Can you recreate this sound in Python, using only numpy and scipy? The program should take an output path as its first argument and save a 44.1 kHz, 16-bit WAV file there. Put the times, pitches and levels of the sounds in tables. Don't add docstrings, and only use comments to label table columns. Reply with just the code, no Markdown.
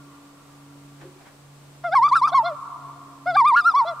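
import sys
import numpy as np
from scipy import signal
from scipy.fft import rfft, irfft
from scipy.io import wavfile
from scipy.ndimage import uniform_filter1d

SR = 44100
rng = np.random.default_rng(int(sys.argv[2]) if len(sys.argv) > 2 else 0)


def int16_out(signal):
    q = np.round(np.clip(np.atleast_2d(signal).T, -1, 1) * 32767)
    wavfile.write(sys.argv[1], SR, q.astype(np.int16))


N = 176400
TIME = np.arange(N) / SR
FREQS = np.fft.rfftfreq(N, 1 / SR)
BREAK_S = 0.008
BEAT_HZ = 238.3


def amp(db):
    return 10 ** (np.asarray(db) / 20)


def unit(x):
    return x / np.sqrt(np.mean(x ** 2) + 1e-20)


def at_hz(points, hz):
    f, value = np.transpose(points)
    return np.interp(np.log(hz + 1), np.log(f + 1), value)


def at_time(points):
    return np.interp(TIME, *np.transpose(points))


def smooth(x, seconds):
    size = max(int(seconds * SR / 2), 1)
    return uniform_filter1d(uniform_filter1d(x, size), size)


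def wander(seconds):
    lowpass = np.exp(-(FREQS * seconds) ** 2)
    return unit(irfft(rfft(rng.standard_normal(N)) * lowpass, N))


def noise_pair(same):
    a, b = rfft(rng.standard_normal((2, N)))
    same = np.clip(same, -1, 1)
    return np.array([a, same * a + np.sqrt(1 - same ** 2) * b])


def coloured(spectrum, same):
    return unit(irfft(noise_pair(same) * amp(at_hz(spectrum, FREQS)), N))


def strike(start, rise, decay):
    return np.exp(np.minimum((TIME - start) / rise, (start - TIME) / decay))


def motor():
    # time in seconds, frequency in Hz.
    second_hz = [(0, 284.5), (2.3, 283.5), (4, 274.5)]
    # time in seconds, rms level in dB.
    first_db = [(0, -48), (.2, -62), (.63, -52), (1.05, -48.5), (1.28, -63.5), (1.45, -50), (2.55, -51),
                (2.69, -57.5), (2.85, -48.5), (3.17, -56.5), (3.33, -46), (3.7, -66.5), (3.92, -53.5)]
    second_db = [(0, -51), (.26, -50.5), (.4, -57), (.75, -49), (1.5, -63), (2.3, -54), (2.57, -60),
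                 (3.28, -50), (3.92, -65)]
    phase = np.pi * np.cumsum(at_time(second_hz)) / SR
    first = amp(at_time(first_db)) * np.sin(phase)
    second = amp(at_time(second_db)) * np.sin(2 * phase)
    lean = amp([[-.5], [.5]])
    return np.sqrt(2) * (first + second) * lean


def lake():
    level_db, swell_db, swell_s = -53, .35, .15
    # frequency in Hz, density in dB per Hz.
    wash_spectrum = [(20, -12), (100, -6), (300, -4.5), (850, -7), (1700, -13.5), (6800, -19.5),
                     (8000, -17), (9500, -22), (14000, -27.5)]
    # frequency in Hz, correlation 0-1.
    likeness = [(60, .8), (300, .75), (640, .5), (1400, .25), (3000, 0)]
    wash = coloured(wash_spectrum, at_hz(likeness, FREQS))
    return wash * amp(level_db + swell_db * wander(swell_s))


def old_echo(voice):
    level_db, t60_s = -11, 8.6
    ago_s = 1
    now = N + round(ago_s * SR)
    echo = np.pad(shore(voice, t60_s), ((0, 0), (0, N)))
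    return amp(level_db) * echo[:, now:now + N]


def far_notes():
    width_s, sag_hz_per_s, blur_s = 0.056, 350, 0.04
    # centre in seconds, pitch there in Hz, level in dB.
    notes = [(0.019, 1390, -59), (0.148, 1194, -55), (0.429, 1348, -55.5), (0.561, 1190, -58)]
    out = np.zeros(N)
    for s, hz, db in notes:
        phase = 2 * np.pi * np.cumsum(hz - sag_hz_per_s * (TIME - s)) / SR
        blurred = np.sin(phase + wander(blur_s)) * (1 + .5 * wander(blur_s))
        out += amp(db) * np.exp(-((TIME - s) / width_s) ** 2) * blurred
    return out


def waves():
    slap_rise_s, glug_rise_s = 0.016, 0.0019
    # peak time in seconds, level in dB, decay in seconds.
    slap_rows = [(1.019, -46, 0.029), (1.218, -52, 0.0093), (1.27, -47, 0.031)]
    # frequency in Hz, density in dB per Hz.
    slap_spectrum = [(400, -2), (800, 5), (1250, -3), (1550, 3), (2600, -6.5), (15000, -32)]
    # peak time in seconds, pitch in Hz, level in dB, decay in seconds.
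    glug_rows = [(1.022, 330.5, -43.5, 0.038), (1.04, 535, -46, 0.035), (1.055, 362, -38, 0.03),
                 (1.071, 398, -45, 0.018), (1.162, 373, -44.5, 0.015)]
    slap_envelope = sum(amp(db) * strike(s, slap_rise_s, decay) for s, db, decay in slap_rows)
    out = coloured(slap_spectrum, same=0.34) * slap_envelope
    for s, hz, db, decay in glug_rows:
        out += amp(db) * strike(s, glug_rise_s, decay) * np.sin(2 * np.pi * hz * (TIME - s))
    return out


def register(stretches, body, tilt_db):
    glide_s = 0.0025
    jitter = .0022
    voice_db, treble_db, treble_hz = 1, 1.5, 3100
    shimmer_db, shimmer_s, rasp = 4.5, 0.022, 0.21
    ring_hz, ring_width_hz, top_hz = 5300, 870, 7100
    beat_uneven = 0.31
    # start and end in seconds, depth in level 0-1,
    # phase swing in rad.
    beats = [(2.064, 2.108, 0.17, 0.11), (2.152, 2.178, 0.11, 0.35), (2.265, 2.319, 0.47, 0.32),
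             (3.566, 3.605, 0.15, 0.5)]
    # frequency in Hz, relative gain in dB.
    throat = [(3100, -6), (3550, 14), (3900, 5), (4350, 10), (4750, 2.5), (5250, 7.5), (5900, -6),
              (6500, -8.5), (7700, -15.5), (8400, -12), (9000, -21), (9600, -11), (11200, -27),
              (15000, -41)]
    # time in seconds, gain in dB of the low
    # overtones, of the ring near 5 kHz, of the top.
    note_colour = [(1.865, 3, 9.5, 21), (1.965, 2.5, 7.5, 7), (2.055, -3.5, 4.5, 4), (2.13, -3, -0.5, -4.5),
                   (2.169, -3.5, 7.5, 6.5), (2.25, -5, 8, 8.5), (2.36, -1, -4, -9), (2.47, 2, 4, 7),
                   (3.295, 2, 14.5, 22), (3.39, 1, 1.5, 4.5), (3.485, -3, -2.5, 6.5), (3.579, 1, -7.5, 1.5),
                   (3.68, -9, 16.5, 12.5), (3.779, -7, 0.5, -9), (3.885, 3.5, 4, 3)]

    s, pitch, level, treble = np.array(sorted(row for curve in stretches for row in curve)).T
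    gate = smooth(sum(1. * (TIME > c[0][0]) * (TIME < c[-1][0]) for c in stretches), BREAK_S)
    on = gate > 1e-6
    hz = (smooth(np.interp(TIME, s, pitch), glide_s) * (1 + jitter * wander(0.0037)))[on]

    depth = smooth(sum(d * (TIME > a) * (TIME < b) for a, b, d, _ in beats), BREAK_S)[on]
    swing = smooth(sum(w * (TIME > a) * (TIME < b) for a, b, _, w in beats), BREAK_S)[on]
    beat = 2 * np.pi * BEAT_HZ * TIME[on]
    beat_phase = swing * (np.sin(beat) + beat_uneven * wander(0.003)[on])
    phase = 2 * np.pi * np.cumsum(hz) / SR - beat_phase

    k = np.arange(2, 16)[:, None]
    overtone_hz = k * hz
    upper = overtone_hz > treble_hz
    note_s, *colour = np.transpose(note_colour)
    body_db, ring_db, top_db = (np.interp(TIME[on], note_s, column) for column in colour)
    bill_db = ring_db * np.exp(-((overtone_hz - ring_hz) / ring_width_hz) ** 2)
    bill_db += top_db * np.clip(1 + (overtone_hz - top_hz) / ring_width_hz, 0, 1)
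    slope_db = tilt_db * np.log2(overtone_hz / treble_hz)
    flicker_db = shimmer_db * np.array([wander(shimmer_s)[on] for _ in k])
    bright = upper * amp(at_hz(throat, overtone_hz) + slope_db + bill_db + flicker_db)
    bright *= amp(treble_db + np.interp(TIME[on], s, treble)) / np.linalg.norm(bright, axis=0)
    bright *= 1 + rasp * np.array([wander(0.003)[on] for _ in k])

    strength = amp(voice_db + smooth(np.interp(TIME, s, level), glide_s)[on])
    lower = strength * amp(at_hz(body, overtone_hz) + body_db)
    heights = uniform_filter1d(np.where(upper, bright, lower), size=32)
    tone = strength * np.sin(phase) + (heights * np.sin(k * phase)).sum(0)
    out = np.zeros(N)
    out[on] = tone * (1 + depth * np.cos(beat))
    return np.sqrt(2) * gate * out


def loon():
    onset_s = 0.019
    husk_db, husk_s = -39.5, 0.0027
    # time in seconds, pitch in Hz, relative level
    # of the fundamental in dB, relative level of the treble in dB.
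    low_curves = [
        [(1.839, 692.2, -23.5, -66), (1.865, 706.7, -26.5, -52.5), (1.899, 630.7, -30, -61),
         (1.907, 644.3, -39.5, -81.5), (1.927, 709, -24, -39.5), (1.947, 835.5, -16.5, -56)],
        [(2.318, 647, -36.5, -61), (2.331, 703.6, -25, -39.5), (2.341, 768.3, -21.5, -41.5)],
        [(2.431, 635.8, -32, -65), (2.459, 695, -25, -37), (2.479, 711.3, -25.5, -42), (2.5, 663.5, -31, -55.5),
         (2.524, 587.3, -32.5, -86), (2.552, 597.5, -46, -63)],
        [(3.259, 631, -19.5, -60), (3.269, 704, -23.5, -52), (3.293, 736.6, -21.5, -50.5),
         (3.311, 708, -25.5, -44), (3.334, 649, -32.5, -62.5), (3.35, 699.6, -27, -36), (3.358, 766, -19, -40),
         (3.364, 822, -13.5, -58.5)],
        [(3.85, 625, -31, -62.5), (3.882, 699.3, -29, -37.5), (3.913, 675, -30, -55), (3.938, 604, -38, -79.5)],
    ]
    middle_curves = [
        [(1.95, 1157, -27, -56.5), (1.958, 1111, -6, -38.5), (1.968, 1083, -12, -37), (1.997, 912.5, -16, -57),
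         (2.009, 910, -25, -66.5), (2.017, 946, -17, -64.5), (2.031, 1051, -14, -42.5),
         (2.043, 1141, -13.5, -47), (2.066, 1178, -15.5, -41), (2.078, 1139, -22, -55.5)],
        [(2.113, 975.4, -21, -73), (2.121, 972, -15.5, -48), (2.127, 1034, -10.5, -39), (2.141, 1160, -16, -49),
         (2.153, 1238, -22.5, -37)],
        [(2.214, 951.5, -25, -67.5), (2.221, 970, -15, -50.5), (2.231, 1048, -17.5, -42),
         (2.243, 1139, -14.5, -45), (2.256, 1194, -16, -43), (2.27, 1230, -29, -52.5)],
        [(2.344, 1099, -16.5, -60), (2.352, 1083, -13, -38.5), (2.368, 1101, -17, -42), (2.384, 1018, -12, -41),
         (2.402, 913, -17.5, -62), (2.43, 875.4, -28.5, -88)],
        [(3.367, 1175, -14, -44.5), (3.393, 1168, -11.5, -41.5), (3.405, 1086, -14, -45),
         (3.422, 931.6, -14.5, -52.5), (3.437, 908.3, -21, -72), (3.451, 1035, -14, -45),
         (3.466, 1185, -14.5, -45.5), (3.48, 1212, -16, -36), (3.498, 1184, -15, -43.5),
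         (3.512, 1062, -19, -58.5), (3.528, 906.6, -16.5, -55), (3.546, 1019, -14, -48),
         (3.556, 1146, -18, -53.5)],
        [(3.738, 953, -24.5, -77.5), (3.75, 997, -15.5, -43), (3.768, 1135, -16.5, -44.5),
         (3.787, 1143, -16.5, -40.5), (3.801, 1077, -15.5, -46), (3.819, 926, -17.5, -54),
         (3.848, 895, -29, -85.5)],
    ]
    high_curves = [
        [(2.08, 1277, -18, -55), (2.084, 1227, -21.5, -58.5), (2.09, 1198, -29, -39.5),
         (2.108, 1138, -26.5, -55)],
        [(2.156, 1397, -9.5, -44.5), (2.174, 1328, -16.5, -39.5), (2.194, 1193, -31, -44),
         (2.208, 1108, -28.5, -56)],
        [(2.273, 1322, -18, -51.5), (2.279, 1311, -18.5, -44), (2.292, 1170, -30.5, -44.5),
         (2.306, 1134, -32.5, -50)],
        [(3.56, 1330, -13, -52.5), (3.57, 1421, -10.5, -37.5), (3.58, 1427, -14, -41.5),
         (3.602, 1404, -16.5, -46.5), (3.618, 1210, -33, -44), (3.63, 1175, -36, -60.5),
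         (3.642, 1195, -31, -46), (3.66, 1340, -14.5, -44), (3.678, 1415, -11.5, -44),
         (3.696, 1350, -15, -46.5), (3.718, 1196, -35, -47), (3.732, 1093, -32.5, -59)],
    ]
    # frequency in Hz, gain in dB.
    low_body = [(1150, -18), (1300, -12), (1420, -6), (1650, -8.5), (1850, -43), (2130, -17), (2400, -33.5),
                (2750, -40.5)]
    middle_body = [(1750, -40.5), (1950, -29.5), (2150, -20), (2330, -19.5), (2500, -11), (2750, -49),
                   (3100, -42.5)]
    high_body = [(2250, -27), (2550, -24.5), (2800, -32.5), (3100, 5.5)]
    low = register(low_curves, low_body, tilt_db=-21.5)
    middle = register(middle_curves, middle_body, tilt_db=-0.5)
    high = register(high_curves, high_body, tilt_db=2.5)
    fade = 0
    for curve in (low_curves[0], low_curves[3]):
        start = curve[0][0]
        ramp = np.clip(1 - (TIME - start + BREAK_S / 2) / onset_s, 0, 1)
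        fade = fade + (TIME > start - BREAK_S) * ramp
    voice = low * (1 - fade) + middle + high
    return voice * (1 + amp(husk_db) * wander(husk_s))


def cracks():
    rise_s, decay_s = 0.0028, 0.012
    # peak time in seconds, level in dB.
    puffs = [(1.841, -38), (1.951, -30.5), (2.082, -42.5), (2.163, -50.5), (2.277, -53), (3.258, -45.5),
             (3.37, -36.5)]
    # frequency in Hz, density in dB per Hz.
    puff_spectrum = [(300, -25), (600, -9.5), (1200, 14.5), (2200, -14.5), (5100, -10.5), (7000, -28.5),
                     (14000, -31)]
    grit = irfft(rfft(rng.standard_normal(N)) * amp(at_hz(puff_spectrum, FREQS)), N)
    chopped = grit * (1 + np.cos(2 * np.pi * BEAT_HZ * TIME))
    return unit(chopped) * sum(amp(db) * strike(s, rise_s, decay_s) for s, db in puffs)


def ripples(voice):
    level_db, decay_s = -18, 0.0085
    spray = rfft(rng.standard_normal(N) * np.exp(-TIME / decay_s))
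    size = abs(spray)
    even = spray / unit(size).clip(.5) / np.sqrt(np.mean(size ** 2))
    side = irfft(rfft(voice) * even, N)
    return amp(level_db) * np.array([side, -side])


def shore(voice, t60):
    delay_s, build_s, correlation = 0.047, 0.75, 0.76
    echoes_per_s, spread_db, scatter_db, bank_smear_s = 900, 5, -3.5, 0.019
    # frequency in Hz, gain in dB.
    echo_colour = [(500, -33), (700, -20), (900, -22.5), (1150, -16), (1400, -22), (1700, -30.5),
                   (2400, -27.5), (4000, -25), (9000, -44)]
    # delay in seconds, relative level in dB.
    bank_rows = [(.23, -22.5), (0.359, -9), (.5, -15.5)]
    build = np.clip((TIME - delay_s) / build_s, 0, 1)
    shape = build * np.exp(-np.log(1000) * TIME / t60)
    hits = rng.random(N) < echoes_per_s / SR
    sizes = hits * amp(spread_db * np.clip(rng.standard_normal(N), -2, 2))
    taps = irfft(noise_pair(correlation), N) * sizes
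    banks = sum(amp(db) * unit(taps * np.exp(-abs(TIME - s) / bank_smear_s)) for s, db in bank_rows)
    tail = (amp(scatter_db) * unit(taps * shape) + banks) / np.sqrt(N)
    tail = irfft(rfft(tail) * amp(at_hz(echo_colour, FREQS)), N)
    return signal.fftconvolve(voice[None], tail, axes=1)


def scene():
    # frequency in Hz, left minus right in dB.
    balance = [(1000, -.1), (2380, -1.5), (4400, -1.5), (8120, 5), (15000, .5)]
    voice = loon() + cracks()
    lean_db = at_hz(balance, FREQS) / 2
    direct = irfft(rfft(voice) * amp([lean_db, -lean_db]), N)
    call = direct + ripples(voice) + shore(voice, t60=1.82)[:, :N]
    return call + old_echo(voice) + far_notes() + motor() + lake() + waves()


def record(dry):
    ceiling_db, edge_hz = -12.5, 15650
    level = np.sqrt(abs(smooth((dry ** 2).mean(0), 0.0036)))
    limited = dry / np.maximum(level / amp(ceiling_db), 1)
    lowpass = signal.firwin(511, edge_hz, window=("kaiser", 9), fs=SR)
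    return signal.oaconvolve(limited, lowpass[None], "same")


dry = scene()
out = record(dry)
int16_out(out)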